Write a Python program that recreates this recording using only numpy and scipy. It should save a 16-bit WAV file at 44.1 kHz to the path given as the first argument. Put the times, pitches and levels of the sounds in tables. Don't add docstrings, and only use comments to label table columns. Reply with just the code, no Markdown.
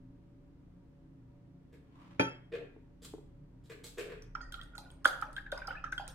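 import sys
import numpy as np
from scipy import signal
from scipy.fft import rfft, irfft, next_fast_len
from scipy.io import wavfile
from scipy.ndimage import uniform_filter1d

SR = 44100
rng = np.random.default_rng(int(sys.argv[2]) if len(sys.argv) > 2 else 0)


def pcm_store(signal):
    levels = np.round(np.clip(np.atleast_2d(signal), -1, 1) * 32767)
    wavfile.write(sys.argv[1], SR, levels.astype(np.int16).T)


N = 270774
TIME = np.arange(N) / SR

# (frequency [Hz], relative level [dB])
ROOM_TONE = [(12, -62.5), (20, -8), (146, -7.5), (198, -12.5), (277, -9), (472, -19), (574, -25.5),
             (738, -27.5), (949, -28.5), (16000, -61)]
# (frequency [Hz], t60 [s])
ROOM_DECAY = [(150, 0.82), (500, 0.37), (1400, 0.58), (4000, 0.43), (12000, 0.38)]
# (frequency [Hz], left-right correlation [-1..1])
CORRELATION = [(100, 0.81), (400, 0.33), (900, 0.051), (1800, 0.12), (4000, -0.25), (10000, 0.053)]
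# (frequency [Hz], level [dB])
FAN_TONES = [(70.0, -69.5), (118.4, -65), (145.3, -64.5), (177.6, -66.5), (263.8, -68), (285.3, -71),
             (323.0, -75.5), (570, -80.5), (705, -89), (942, -91)]
# (time [s], level [dB])
DESK_SHAKE = [(0.0, -62), (1.8, -72.5), (3.45, -57.5), (3.73, -66.5), (4.46, -48.5), (4.94, -59.5),
              (5.58, -51), (6.14, -52.5)]
# (time [s], level [dB])
DESK_BUMPS = [(2.763, -45), (3.137, -32.5), (3.182, -42.5)]
# (frequency [Hz], level [dB], swell [s])
DESK_MODES = [(325, -3.5, 0.0028), (404, -5, 0.0061), (720, -8, 0.00083)]
# (frequency [Hz], relative level [dB])
SLIDE_SPECTRUM = [(600, -7), (1130, -2.5), (1450, -8.5), (2900, -11), (4500, -21), (16000, -44.5)]
CLATTER_SPECTRUM = [(60, 7), (140, -18.5), (480, 11.5), (1050, -7), (1450, 0), (2600, -7.5),
                    (4000, -16), (8000, -29.5)]
BOOM_SPECTRUM = [(60, -22), (400, 10), (2600, -20), (9000, -72)]
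# (time [s], push [dB], scrape [dB], hiss [dB])
BRUSH_STROKES = [(1.721, -64.5, -67, -74), (2.518, -39, -46, -68), (2.589, -53.5, -93, -98),
                 (3.018, -62, -65, -53), (3.637, -87, -76, -69.5), (3.695, -52, -54, -62.5),
                 (3.835, -60.5, -70, -51), (3.972, -40.5, -44.5, -53), (4.039, -49, -61.5, -74),
                 (4.097, -51, -50, -68)]
# (frequency [Hz], width [Hz], level [dB])
WELL_MODES = [(1613, 400, 5.5), (2304, 190, 7.5), (2424, 190, 8.5), (3870, 1700, -11), (1148, 320, 0.5)]
# (frequency [Hz], relative level [dB])
BRISTLE_SPECTRUM = [(880, -13.5), (2860, -12.5), (3090, -5), (3590, -3.5), (6180, -11.5), (7690, -6.5),
                    (9280, -13), (13500, -16.5), (16000, -26)]
# (time [s], level [dB])
PALETTE_HITS = [(2.195, -1.5), (2.1975, -6.5), (2.2093, -7)]
# (frequency [Hz], level [dB], t60 [s])
PALETTE_MODES = [(127, -35, 0.38), (178, -35, 0.34), (275, -29.5, 0.22), (323, -34, 0.27), (412, -34, 0.3),
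                 (890, -32, 0.3), (1330, -30, 0.29), (1502, -37, 0.31), (1776, -33, 0.27),
                 (2417, -30.5, 0.22), (2620, -36, 0.33), (3230, -40.5, 0.38), (3880, -46, 0.22),
                 (4635, -50, 0.2), (4791, -49, 0.3), (5179, -53, 0.4), (5960, -42, 0.21), (6785, -50, 0.24),
                 (7332, -55, 0.28), (9430, -53, 0.24), (10590, -59, 0.25), (11980, -58, 0.18),
                 (13450, -65, 0.11), (15300, -63, 0.11)]
# (time [s], spray level [dB], air pocket pitch [Hz])
BRUSH_PLUNGES = [(4.367, -66.5, 980), (4.7818, -61, 840), (5.056, -46, 568), (5.2247, -56.5, 845),
                 (5.5251, -49.5, 568), (5.6825, -54, 785), (5.9971, -51, 794)]
# (time [s], level [dB], pitch [Hz], rise [1/s])
BUBBLE_CHIRPS = [(4.36, -64.5, 2230, 1.1), (4.423, -55.5, 1820, 0.85), (4.448, -54.5, 1870, .3),
                 (4.598, -54, 1770, 3.3), (5.62, -57.5, 2100, 7), (5.688, -53, 2910, 2.4),
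                 (5.711, -56.5, 2390, 11), (5.765, -47.5, 2370, 3.8)]
# (frequency [Hz], level [dB], t60 [s])
JAR_BODY = [(289, -29.5, 0.059), (476, -35, 0.073), (598, -38.5, 0.17), (803, -29, 0.14)]
# (frequency [Hz], level [dB], t60 [s])
GLASS_MODES = [(3240, -3, .12), (4870, 0, .2), (6170, -3, .17), (6880, -6, .15), (8540, -2, .24)]
# (time [s], level [dB], pitch [Hz], relative crack [dB], glass ring [dB])
FERRULE_TICKS = [(4.221, -52, 5640, 2, -67), (4.35, -46.5, 5280, -13, -66), (4.413, -51, 4640, -18, -52),
                 (4.5216, -45, 3210, 8.5, -55), (4.5408, -35.5, 3270, -9, -52.5),
                 (4.613, -37.5, 3350, -9.5, -60), (4.633, -58, 8800, 8, -73), (4.753, -60, 6740, 13, -61),
                 (4.7792, -44.5, 4070, 10, -56), (4.902, -52.5, 3180, 1.5, -67),
                 (4.914, -53.5, 8700, -17, -69), (5.0454, -42, 5130, 6, -44), (5.051, -25, 3270, -9, -37.5),
                 (5.056, -32.5, 10200, 10, -59), (5.0758, -29, 4140, 2, -53), (5.213, -55, 9180, 14.5, -86),
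                 (5.329, -63.5, 9100, 16, -67), (5.364, -38, 3350, -4, -55), (5.5177, -37, 3620, 1.5, -49),
                 (5.576, -42.5, 4900, -3.5, -71), (5.671, -38, 4930, -1.5, -75),
                 (5.841, -48, 5800, -6, -71), (5.921, -52, 6030, 11, -56.5),
                 (5.979, -38, 3250, -3.5, -43.5), (6.078, -47.5, 9000, 15, -57)]
# (pitch [Hz], left over right [dB])
PLINK_PAN = [(1310, -9.5), (1420, -5), (1650, 5)]
# (time [s], level [dB], pitch [Hz])
WATER_PLINKS = [(4.3513, -29.5, 1350), (4.406, -40, 1418), (4.5214, -45.5, 1450), (4.54, -39, 1386),
                (4.59, -44, 1377), (4.733, -53, 1436), (4.749, -44, 1400), (4.855, -56.5, 1453),
                (5.046, -32, 1330), (5.0555, -6.5, 1450), (5.2228, -27.5, 1330), (5.3648, -35.5, 1560),
                (5.3796, -32.5, 1632), (5.462, -41, 1636), (5.521, -32.5, 1502), (5.573, -39.5, 1466),
                (5.6176, -36.5, 1515), (5.677, -35.5, 1363), (5.7062, -31.5, 1440), (5.726, -40.5, 1360),
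                (5.7518, -41, 1700), (5.8399, -30, 1340), (5.85, -38.5, 1353), (5.861, -42.5, 1633),
                (5.9241, -26.5, 1528), (5.978, -30.5, 1467)]

SLOSH_DETUNE, SLOSH_FLUTTER_DB, SLOSHES_PER_S = 0.004, 4, 70


def from_db(db):
    return 10 ** (np.asarray(db) / 20)


def rms_one(x):
    return x / np.sqrt(np.mean(x ** 2) + 1e-20)


def at_hz(points, hz):
    f, value = np.transpose(points)
    return np.interp(np.log(hz + 1e-9), np.log(f), value)


def add(out, s, sound):
    start = round(s * SR)
    out[..., start:start + sound.shape[-1]] += sound[..., :N - start]


def decay(t, t60):
    return np.exp(-np.log(1000) * t / t60)


def swell(t, peak_s):
    return t / peak_s * np.exp(1 - t / peak_s)


def drift(per_s, t=TIME):
    return np.interp(t * per_s, np.arange(200), rng.standard_normal(200))


def butter(x, hz, kind):
    return signal.sosfilt(signal.butter(2, hz, kind, fs=SR, output="sos"), x + 1e-18)


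def resonate(x, hz, width_hz):
    r, w = np.exp(-np.pi * width_hz / SR), 2 * np.pi * hz / SR
    return signal.lfilter(np.array([1, 0, -1]) * (1 - r * r) / 2, [1, -2 * r * np.cos(w), r * r],
                          x + 1e-18)


def ring(x, hz, t60):
    r, w = decay(1 / SR, t60), 2 * np.pi * hz / SR
    return signal.lfilter([0, np.sin(w)], [1, -2 * r * np.cos(w), r * r], x + 1e-18)


def blip(hz, swell_s, rise=0):
    t = TIME[:round(20 * swell_s * SR)]
    return swell(t, swell_s) ** 1.5 * np.sin(2 * np.pi * hz * t * (1 + rise * t))


def friction(depth_db, rate_hz):
    return from_db(depth_db * rms_one(butter(rng.standard_normal(N), rate_hz, "low")))


def coloured(spectrum):
    size = next_fast_len(N)
    gain = from_db(at_hz(spectrum, np.fft.rfftfreq(size, 1 / SR)))
    return rms_one(irfft(rfft(rng.standard_normal(size)) * gain, size)[:N])


def diffuse(mid, side):
    size = next_fast_len(len(mid))
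    alike = at_hz(CORRELATION, np.fft.rfftfreq(size, 1 / SR))
    m = rfft(mid, size) * np.sqrt((1 + alike) / 2)
    s = rfft(side, size) * np.sqrt((1 - alike) / 2)
    return irfft(np.array([m + s, m - s]), size)[:, :len(mid)]


def wide_noise(spectrum):
    return diffuse(coloured(spectrum), coloured(spectrum))


def delay(x, ms):
    return np.interp(TIME - ms / 1000, TIME, x)


def room(x, send_db, early_db=6.5, early_s=0.014):
    t = TIME[:SR * 2 // 3]
    size = next_fast_len(len(t))
    spectrum = rfft(diffuse(*rng.standard_normal((2, len(t)))), size)
    hz = np.fft.rfftfreq(size, 1 / SR)
    tail = 0
    for centre, t60 in ROOM_DECAY:
        band = at_hz([(f, f == centre) for f, _ in ROOM_DECAY], hz)
        tail = tail + irfft(spectrum * band, size)[:, :len(t)] * decay(t, t60)
    predelay = np.clip(t / 0.0021 - 1, 0, 1)
    tail *= from_db(early_db * np.exp(-t / early_s)) * predelay
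    tail /= np.sqrt(np.sum(tail ** 2) / 2)
    return from_db(send_db) * signal.fftconvolve(x[None], tail, axes=1)[:, :N]


def room_tone(level_db=-62.5):
    return from_db(level_db) * wide_noise(ROOM_TONE)


def fan(level_db=-1, waver_db=4.5, wander=0.011):
    hum = 0
    for hz, db in FAN_TONES:
        turns = np.cumsum(hz * (1 + wander * drift(per_s=7.2))) / SR + rng.random()
        gain = from_db(level_db + db + waver_db * drift(per_s=14))
        hum = hum + gain * np.sqrt(2) * np.sin(2 * np.pi * turns)
    return hum


def desk_rumble(level_db=-1, mode_hz=35):
    sway = resonate(resonate(rng.standard_normal(N), mode_hz, 26), mode_hz, 12)
    even_sway = np.cos(np.angle(signal.hilbert(sway)))
    shake_db = np.interp(TIME, *np.transpose(DESK_SHAKE))
    return from_db(level_db + shake_db) * rms_one(butter(even_sway, 62, "low"))


def slide(level_db=-65, rub_s=2.087, rub_width_s=0.15, note_s=2.015, note_width_s=0.065, note_hz=1030):
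    catch = friction(depth_db=2, rate_hz=80)
    rub = np.exp(-((TIME - rub_s) / rub_width_s) ** 2) * wide_noise(SLIDE_SPECTRUM)
    note = rms_one(resonate(diffuse(*rng.standard_normal((2, N))), note_hz, width_hz=110))
    note *= np.exp(-((TIME - note_s) / note_width_s) ** 2)
    return from_db(level_db) * catch * (rub + note)


def bumps(level_db=-0.5):
    dry = np.zeros(N)
    for s, db in DESK_BUMPS:
        for hz, mode_db, swell_s in DESK_MODES:
            add(dry, s, from_db(level_db + db + mode_db) * blip(hz, swell_s))
    return dry + room(dry, send_db=-6)


def scrubbing(attack_s=0.0058, stroke_s=0.027, release_s=0.021, well_hz=434.5, linger_db=2, dry_db=-4):
    t, levels = TIME[:SR // 3], np.zeros((3, N))
    envelope = np.minimum(t / attack_s, 1) * np.exp(-np.maximum(t - stroke_s, 0) / release_s)
    for s, *dbs in BRUSH_STROKES:
        add(levels, s, from_db(dbs)[:, None] * envelope)
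    push, scrape, hiss = levels
    catch = friction(depth_db=4.5, rate_hz=96)
    slips = rng.standard_normal(N) * catch
    note = resonate(resonate(slips, well_hz, 129), well_hz, 258)
    note /= np.sqrt(uniform_filter1d(note ** 2, size=SR // 50) + 1e-12)
    hollow = push * note
    hollow += from_db(linger_db) * resonate(hollow, well_hz, 47)
    walls = sum((-1) ** k * from_db(db) * resonate(slips, hz, width)
                for k, (hz, width, db) in enumerate(WELL_MODES))
    bristles = rms_one(coloured(BRISTLE_SPECTRUM) * catch)
    dry = hollow + scrape * butter(rms_one(walls), 4700, "low") + hiss * bristles
    return from_db(dry_db) * dry + room(dry, send_db=-1)


def palette_knock(clatter_db=-25, clatter_s=0.0089, boom_db=-49, boom_t60=0.4, chatter_db=4,
                  twin_detune=0.012, apart_rad=2.2):
    t, rings, blows, boom = TIME[:SR], np.zeros((2, N)), np.zeros(N), np.zeros(N)
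    hit_s, attack = PALETTE_HITS[0][0], np.minimum(t / 0.002, 1)
    angles = rng.uniform(-np.pi, np.pi, (len(PALETTE_MODES), 2))
    for (hz, db, t60), (phase, side) in zip(PALETTE_MODES, angles):
        phases = phase + np.sign(side) * apart_rad * min(hz / 1500, 1) * np.array([[1], [0]])
        twin_hz = hz * (1 + twin_detune * rng.uniform(-1, 1))
        pair = np.sin(2 * np.pi * hz * t + phases) + 0.5 * np.cos(2 * np.pi * twin_hz * t + phases)
        flutter_db = chatter_db * drift(110, t)
        add(rings, hit_s, from_db(db + flutter_db) * attack * decay(t, t60) * pair)
    for s, db in PALETTE_HITS:
        blows[round(s * SR)] = from_db(clatter_db + db)
    shudder = signal.lfilter([1], [1, -np.exp(-1 / (clatter_s * SR))], blows + 1e-18)
    clatter = butter(butter(shudder * wide_noise(CLATTER_SPECTRUM), 4800, "low"), 110, "high")
    add(boom, hit_s, from_db(boom_db) * attack * decay(t, boom_t60))
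    boom = boom * wide_noise(BOOM_SPECTRUM)
    return butter(rings, 72, "high") + clatter + boom + room(clatter.mean(axis=0), send_db=-4)


def sloshed_tone(hz, t):
    bend = 1 + SLOSH_DETUNE * drift(SLOSHES_PER_S, t)
    flutter = from_db(SLOSH_FLUTTER_DB * drift(SLOSHES_PER_S, t))
    return flutter * np.sin(2 * np.pi * hz * np.cumsum(bend) / SR)


def air_pockets(gulp_db=14, gulp_s=0.0024, ring_db=3, t60=0.23):
    t, out = TIME[:SR // 3], np.zeros(N)
    envelope = np.minimum(t / gulp_s, 1) * decay(t, t60)
    for s, db, hz in BRUSH_PLUNGES:
        add(out, s, from_db(db + gulp_db) * blip(hz, gulp_s))
        add(out, s, from_db(db + ring_db) * envelope * sloshed_tone(hz, t))
    return out


def large_bubbles(count=10, low_hz=480, high_hz=1250, mean_delay_s=0.045, level_db=-4.5, top_db=-44.5):
    out = np.zeros(N)
    for s, db, hz, rise in BUBBLE_CHIRPS:
        add(out, s, from_db(db) * blip(hz, swell_s=0.0067, rise=rise))
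    for s, db, _ in BRUSH_PLUNGES:
        for when, pitch in rng.random((count, 2)):
            lateness = -np.log(when)
            hz = low_hz * (high_hz / low_hz) ** pitch
            gain = from_db(min(db + level_db, top_db) - 2 * lateness)
            add(out, min(s + mean_delay_s * lateness, TIME[-1]), gain * blip(hz, 4.8 / hz, rise=2.03))
    return out


def spray(count=1100, low_hz=480, high_hz=11000, cycles=4.8):
    out, start, end = np.zeros(N), BRUSH_PLUNGES[0][0], TIME[-1]
    for when, pitch, force in rng.random((count, 3)):
        hz = low_hz * (high_hz / low_hz) ** pitch
        db = -12 * max(np.log(hz / 1900), 0) - 3.5 * np.log(force + 0.1)
        add(out, start + when * (end - start), from_db(db) * blip(hz, cycles / hz, rise=0.99))
    return rms_one(out) * np.sqrt((end - start) / end)


def churn(attack_s=0.0007, settle_s=0.075, lapping_db=-75):
    power = from_db(lapping_db) ** 2 * (TIME > BRUSH_PLUNGES[0][0])
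    for s, db, _ in BRUSH_PLUNGES:
        age = np.maximum(TIME - s, 0)
        power += (from_db(db) * np.minimum(age / attack_s, 1) * np.exp(-age / settle_s)) ** 2
    return np.sqrt(power)


def water(hollow_db=-15):
    gurgle = air_pockets() + large_bubbles()
    fizz = spray()
    hollow = rms_one(sum(from_db(db) * ring(rng.standard_normal(N), hz, t60) for hz, db, t60 in JAR_BODY))
    dry = gurgle + churn() * (fizz + from_db(hollow_db) * hollow)
    return dry + room(dry, send_db=-2)


def spatter(level_db=-26, count=45, low_hz=3200, high_hz=13000, cycles=4, mean_delay_s=0.018,
            fade_db_per_s=80):
    dry = np.zeros(N)
    for s, db, _, crack_db, _ in FERRULE_TICKS:
        for when, pitch, force in rng.random((count, 3)):
            hz = low_hz * (high_hz / low_hz) ** pitch
            late_s = -mean_delay_s * np.log(when)
            drop_db = level_db + db + crack_db - 3.5 * np.log(force + 0.16) - fade_db_per_s * late_s
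            add(dry, min(s + late_s, TIME[-1]), from_db(drop_db) * blip(hz, cycles / hz))
    return dry + room(dry, send_db=-7)


def ferrule_ticks(burst_db=-8, burst_s=0.0018, grain_db=11.5, rasp_db=9, plip_db=-2,
                  loss_db_per_octave=21.5, right_db=2.5):
    t, ring_t, cracks, glass = TIME[:SR // 40], TIME[:SR // 3], np.zeros(N), np.zeros(N)
    envelope = swell(t, burst_s) ** 2
    for s, db, hz, crack_db, ring_db in FERRULE_TICKS:
        noise, grit = rng.standard_normal((2, len(t)))
        burst = rms_one(noise * from_db(-grain_db * grit) * envelope) * np.sqrt(np.mean(envelope ** 2))
        rasp = resonate(resonate(burst, hz, 590), hz, 1630)
        add(cracks, s, from_db(db + burst_db + crack_db) * burst + from_db(db + rasp_db) * rasp)
        add(cracks, s, from_db(db + plip_db) * blip(hz, swell_s=0.0013, rise=2.6))
        for mode_hz, mode_db, t60 in GLASS_MODES:
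            octaves_away = abs(np.log2(mode_hz / hz))
            gain = from_db(ring_db + mode_db - loss_db_per_octave * octaves_away)
            add(glass, s, gain * sloshed_tone(mode_hz, ring_t) * decay(ring_t, t60))
    dry = butter(butter(cracks, 900, "high"), 10900, "low") + glass
    direct = np.array([delay(dry, ms=0.12) * from_db(-right_db / 2), dry * from_db(right_db / 2)])
    return direct + room(dry, send_db=-7)


def after_plinks(count=5, gap_s=0.0062, level_db=-52.5, softer_db=15.5, spread_db=2.5, spread_hz=114.6):
    trail = []
    for s, db, hz in WATER_PLINKS:
        mean_db = min(level_db, db - softer_db)
        for gap, force, pitch in rng.standard_normal((count, 3)):
            s += gap_s * (1 + np.tanh(gap))
            trail.append((min(s, TIME[-1]), mean_db + spread_db * force, hz + spread_hz * pitch))
    return trail


def water_plinks(overtone_db=-27, overtone_ratio=2.3, splash_db=-13, splash_top_db=-36,
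                 splash_s=0.0039, splash_width_hz=750):
    t, out, pulses = TIME[:SR // 16], np.zeros((2, N)), np.zeros(N)
    for s, db, hz in WATER_PLINKS + after_plinks():
        swell_s = 0.0028 * 2 ** (-(db + 30) / 20)
        tone = blip(hz, swell_s) + from_db(overtone_db) * blip(hz * overtone_ratio, swell_s)
        pan_db = at_hz(PLINK_PAN, hz) * np.array([[0.5], [-0.5]])
        add(out, s, from_db(db + pan_db) * tone)
        pulses[round(s * SR)] = from_db(db)
    out[0] = delay(out[0], ms=0.059)
    for s, db, hz in WATER_PLINKS:
        noise = rng.standard_normal((2, len(t)))
        splash = rms_one(resonate(resonate(noise, hz, splash_width_hz), hz, splash_width_hz))
        add(out, s, from_db(min(db + splash_db, splash_top_db)) * splash * swell(t, splash_s))
    body = sum((-1) ** k * from_db(db) * ring(pulses, hz, t60)
               for k, (hz, db, t60) in enumerate(JAR_BODY))
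    out += butter(body, 120, "high")
    return out + room(out.mean(axis=0), send_db=-9)


def scene():
    bed = fan() + desk_rumble() + room_tone()
    palette_work = slide() + palette_knock() + bumps() + scrubbing()
    rinse = water_plinks() + ferrule_ticks() + water() + spatter()
    return bed + palette_work + rinse


def record(dry):
    return signal.sosfilt(signal.ellip(10, 0.1, 80, 16000, fs=SR, output="sos"), dry)


dry = scene()
out = record(dry)
pcm_store(out)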